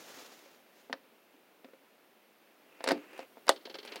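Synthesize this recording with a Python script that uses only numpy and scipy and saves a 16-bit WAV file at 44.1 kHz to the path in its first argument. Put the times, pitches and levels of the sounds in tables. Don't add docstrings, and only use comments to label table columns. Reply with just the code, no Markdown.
import sys
import numpy as np
from scipy import signal
from scipy.fft import rfft, irfft
from scipy.io import wavfile

SR = 44100
rng = np.random.default_rng(int(sys.argv[2]) if len(sys.argv) > 2 else 0)


def transcribe(u):
    v = np.clip(np.atleast_2d(u).T, -1, 1)
    q = np.round(v * 32767).astype(np.int16)
    wavfile.write(sys.argv[1], SR, q)


N = 176400
T = np.arange(N) / SR
RING_T = T[:SR // 2]


def amp(db):
    return 10 ** (np.asarray(db) / 20)


def unit(x):
    return x / np.sqrt(np.sum(x ** 2) + 1e-20)


def per_ms(x):
    return unit(x) * np.sqrt(SR / 1000)


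def decay(t60):
    return amp(-60 * RING_T / t60)


def level(curve):
    return amp(np.interp(T, *np.transpose(curve)))


def add(out, start_s, sound):
    i = int(start_s * SR)
    out[i:i + len(sound)] += sound[:max(N - i, 0)]


def colour(x, spectrum):
    size = 2 * len(x)
    hz, db = np.transpose(spectrum)
    bin_hz = np.fft.rfftfreq(size, 1 / SR)
    log_gain = np.log(amp(np.interp(np.log(bin_hz + 1), np.log(hz), db)))
    cepstrum = irfft(log_gain)[:size // 2]
    cepstrum[1:] *= 2
    response = np.exp(rfft(cepstrum, size))
    return irfft(rfft(x, size) * response)[:len(x)]


def low_pass(x, hz):
    return signal.sosfilt(signal.butter(2, min(hz, .45 * SR), fs=SR, output="sos"), x)


def high_pass(x, hz):
    return signal.sosfilt(signal.butter(4, hz, "high", fs=SR, output="sos"), x)


def modes(table, scatter_db, detune=0):
    draws = rng.standard_normal((len(table), 2))
    return sum(amp(db + scatter_db * a) * decay(t60) * np.sin(2 * np.pi * hz * (1 + detune * b) * RING_T)
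               for (hz, db, t60), (a, b) in zip(table, draws))


def dense_ring(spectrum, t60, tail_db, tail_t60, crack_gain):
    early, late = rng.standard_normal((2, len(RING_T)))
    envelope = crack_gain * decay(t60=.0026) + decay(t60)
    tail = amp(tail_db) * decay(tail_t60) * low_pass(late, hz=5500)
    return colour(early * envelope + tail, spectrum)


def outdoor_air():
    # time in seconds, level in dB.
    air_level = [(0, -60), (1, -64.5), (1.5, -65), (2.2, -65), (2.8, -63.5), (3.3, -61.5), (4, -59.5)]
    # frequency in Hz, relative level in dB.
    air_spectrum = [(18, -48), (30, -36), (102, -27), (123, -20.5), (225, -3), (307, -3), (369, -2.5),
                    (399, -1.5), (622, -3.5), (1020, -9), (1230, -10.5), (1330, -10), (3400, -15),
                    (7460, -26.5), (15500, -19)]
    noise = colour(rng.standard_normal(N), air_spectrum)
    return level(air_level) * np.sqrt(N) * unit(noise)


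def friction(curve, spectrum):
    grain_db, grains_per_s = 1.5, 140
    catches = rng.standard_normal(4000)
    grain = amp(grain_db * np.interp(T * grains_per_s, np.arange(len(catches)), catches))
    hiss = colour(rng.standard_normal(N) * grain, spectrum)
    return level(curve) * np.sqrt(N) * unit(hiss)


def sleeve_swish():
    # time in seconds, level in dB.
    swish_level = [(0, -54.5), (.1, -53), (.2, -51), (.3, -57), (.42, -61.5), (.55, -66.5), (.65, -81),
                   (.8, -66), (.95, -84)]
    # frequency in Hz, relative level in dB.
    cloth_spectrum = [(60, -37.5), (150, -11), (300, 2), (700, 0), (1500, -2.5), (3000, -4.5), (6800, -6.5),
                      (8000, -14.5), (16000, -16)]
    return friction(swish_level, cloth_spectrum)


def hand_rub():
    # time in seconds, level in dB.
    rub_level = [(2.6, -72), (2.8, -61.5), (3.0, -56.5), (3.06, -60), (3.16, -54), (3.23, -54), (3.29, -84),
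                 (3.78, -72), (3.87, -53.5), (3.94, -50), (4, -54.5)]
    # frequency in Hz, relative level in dB.
    skin_spectrum = [(60, -44), (150, -22), (300, 5.5), (700, -1.5), (1600, -3), (2700, 1), (3600, -17),
                     (7000, -21), (16000, -34)]
    return friction(rub_level, skin_spectrum)


def echoes(x):
    # frequency in Hz, relative gain in dB.
    echo_spectrum = [(100, -7), (300, 9.5), (1000, -5), (4000, -2), (8000, -5.5), (16000, -5)]
    gain_db, rise_s = -18.5, .0073
    reflections = rng.standard_normal(len(RING_T)) * decay(t60=.17) * np.minimum(RING_T / rise_s, 1)
    response = colour(unit(reflections), echo_spectrum)
    return amp(gain_db) * signal.fftconvolve(x, response)[:N]


def relay_chatter():
    # start in seconds, level in dB.
    strokes = [(3.5090, -31), (3.5595, -38.5), (3.6077, -52.5), (3.6525, -33), (3.6962, -36), (3.7413, -33),
               (3.7847, -33), (3.828, -40.5), (3.8740, -35.5), (3.9189, -34), (3.9620, -36)]
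    # frequency in Hz, relative level in dB.
    relay_spectrum = [(100, -42), (250, -5.5), (400, 3.5), (700, -10.5), (1500, -7.5), (2500, -5.5),
                      (3200, 0), (4400, -1.5), (5300, -10.5), (6500, -18), (8000, -30), (16000, -36)]
    rise_s, tail_db, variation = .0044, -18, .32
    rebound_s, rebound_db = .013, -11
    out = np.zeros(N)
    common = rng.standard_normal((2, len(RING_T)))
    envelope = np.minimum(RING_T / rise_s, 1) * (decay(t60=.035) + amp(tail_db) * decay(t60=.12))
    for start_s, db in strokes:
        stroke, rebound = (common + variation * rng.standard_normal(common.shape)) * envelope
        add(out, start_s, amp(db) * per_ms(colour(stroke, relay_spectrum)))
        add(out, start_s + rebound_s, amp(db + rebound_db) * per_ms(colour(rebound, relay_spectrum)))
    return out


def column_boom():
    # frequency in Hz, relative level in dB, 60 dB decay time in seconds.
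    cover_modes = [(296, -4.5, 0.25), (327, 0.5, 0.091), (423.3, -10, 0.25), (890, -15, .12)]
    boom = high_pass(modes(cover_modes, scatter_db=.5), hz=171)
    out = np.zeros(N)
    add(out, start_s=.9265 + 2, sound=amp(-29) * boom)
    return out


def key_tip():
    # frequency in Hz, relative level in dB.
    tap_spectrum = [(40, -55), (150, -45), (400, -11), (800, 3), (1100, 0.5), (1400, 6.5), (1800, 5),
                    (2250, -8), (3000, -5), (4000, 0), (4900, 1.5), (6200, -17.5), (8000, -29),
                    (11000, -32), (16000, -37)]
    tap = dense_ring(tap_spectrum, t60=.022, tail_db=-11, tail_t60=.042, crack_gain=1.2)
    out = np.zeros(N)
    add(out, start_s=.9282, sound=amp(-23) * per_ms(tap))
    return out


def key_contacts():
    # start in seconds, relative knock level in dB, knock centre in Hz,
    # relative click level in dB, click cut-off in Hz.
    contacts = [(.174, -41, 305, -43, 2000), (.459, -40.5, 450, -53, 2000), (.546, -58, 500, -50, 6500),
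                (0.8973, -31, 456, -38, 3000), (0.9042, -30, 260, -52, 1200), (.931, -29.5, 320, -51, 1500),
                (.937, -34, 336, -30, 1500), (1.043, -50, 650, -65, 2000), (1.342, -44.5, 348, -61, 3000),
                (1.645, -34.5, 300, -42, 4020), (1.653, -40.5, 320, -53, 1500),
                (1.686, -47, 280, -53, 1500), (1.734, -37, 362, -46.5, 3530),
                (2.806, -37, 550, -30.5, 1800), (2.8404, -22.5, 540, -21.5, 10800),
                (2.862, -22, 550, -29, 3020), (2.8729, -28, 400, -22, 5000),
                (2.8761, -17, 440, -16.5, 9000), (2.8875, -21.5, 350, -15, 7000),
                (2.8895, -28, 500, -19, 12000), (2.899, -19.5, 500, -24, 4000),
                (2.9062, -17.5, 450, -18.5, 4030), (2.9095, -15, 650, -15.5, 4050),
                (2.917, -9.5, 352, -20.5, 13000), (2.925, -35, 330, -42, 1200),
                (2.956, -22, 280, -48, 2000), (2.977, -27, 242, -39, 3000), (3.131, -38.5, 500, -44, 14000),
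                (3.178, -42, 500, -40, 13000), (3.1917, -25, 567, -32, 7000), (3.203, -46, 500, -41, 6000),
                (3.229, -37.5, 500, -44, 3000), (3.371, -35, 706, -45, 1800), (3.380, -58, 600, -52, 2000),
                (3.4678, -63, 600, -34.5, 15000), (3.476, -25, 640, -29, 1600),
                (3.4808, -41, 600, -18, 5500), (3.674, -33, 754, -39, 2000), (3.71, -35, 700, -43, 3000),
                (3.753, -33, 650, -31, 6040), (3.85, -38, 600, -34.5, 12000),
                (3.859, -42, 600, -39.5, 12000), (3.9577, -29.5, 700, -29, 12900)]
    # frequency in Hz, relative level in dB, 60 dB decay time in seconds.
    dash_modes = [(180, -18, 0.084), (270.7, -0.5, 0.096), (307, -7.5, 0.12), (388, -10.5, 0.075),
                  (463, -5, .07), (529, 1.5, 0.095), (675, 1.5, 0.041), (799, -0.5, 0.031),
                  (878, -2.5, 0.042), (1170, -28, 0.019), (1330, -16.5, 0.017), (1740, -24.5, .04)]
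    # frequency in Hz, relative level in dB.
    lock_spectrum = [(40, -61), (130, -30), (300, -11), (700, 4.5), (1200, 1), (1850, 2), (2300, 2.5),
                     (3200, -3.5), (4800, -1), (6500, -10), (10000, -7), (12000, -14), (16000, -6)]
    gain_db, rise_s = -5, .0013
    out = np.zeros(N)
    attack = np.minimum((RING_T + 1 / SR) / rise_s, 1)
    for start_s, knock_db, knock_hz, click_db, click_hz in contacts:
        dashboard = modes(dash_modes, scatter_db=3.5, detune=.021)
        knock = signal.lfilter(*signal.iirpeak(knock_hz, Q=1.23, fs=SR), dashboard)
        metal = dense_ring(lock_spectrum, t60=.019, tail_db=-13.5, tail_t60=.11, crack_gain=1.6)
        click = low_pass(attack * metal, click_hz)
        add(out, start_s, amp(knock_db) * per_ms(knock) + amp(click_db) * per_ms(click))
    return amp(gain_db) * high_pass(out, hz=223)


def switch_snap():
    # frequency in Hz, relative level in dB.
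    crack_spectrum = [(30, -21), (110, -20), (200, -23), (400, 1), (650, 0), (1000, 5), (1350, -1.5),
                      (1900, 5), (2500, -10.5), (3400, -2.5), (4600, -5.5), (5800, -14), (7000, -7.5),
                      (9500, -8.5), (11500, -22), (14000, -23), (16000, -28)]
    # frequency in Hz, relative level in dB, 60 dB decay time in seconds.
    housing_modes = [(312, -16, 0.16), (387, -12, 0.085), (543, -2, 0.073), (582, 2, 0.049),
                     (668, 1, 0.054), (795, -9.5, 0.088), (863, -5.5, 0.063), (1110, -16, 0.053),
                     (1464, -14.5, 0.054), (1870, -18, 0.043), (2960, -13, 0.059), (3459, -11, 0.05),
                     (7370, -22, .03)]
    crack = dense_ring(crack_spectrum, t60=.026, tail_db=-21, tail_t60=.083, crack_gain=1.4)
    housing = high_pass(modes(housing_modes, scatter_db=-.5), hz=313)
    out = np.zeros(N)
    add(out, start_s=3.4925, sound=amp(-8) * per_ms(crack))
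    add(out, start_s=3.4936, sound=amp(-18) * housing)
    return out


def scene():
    impacts = key_tip() + key_contacts() + column_boom() + switch_snap() + relay_chatter()
    return (impacts + echoes(impacts) + sleeve_swish() + hand_rub() + outdoor_air())[None]


def record(dry):
    cutoff_hz = 15900
    return signal.sosfilt(signal.ellip(10, .1, 80, cutoff_hz, fs=SR, output="sos"), dry)


dry = scene()
out = record(dry)
transcribe(out)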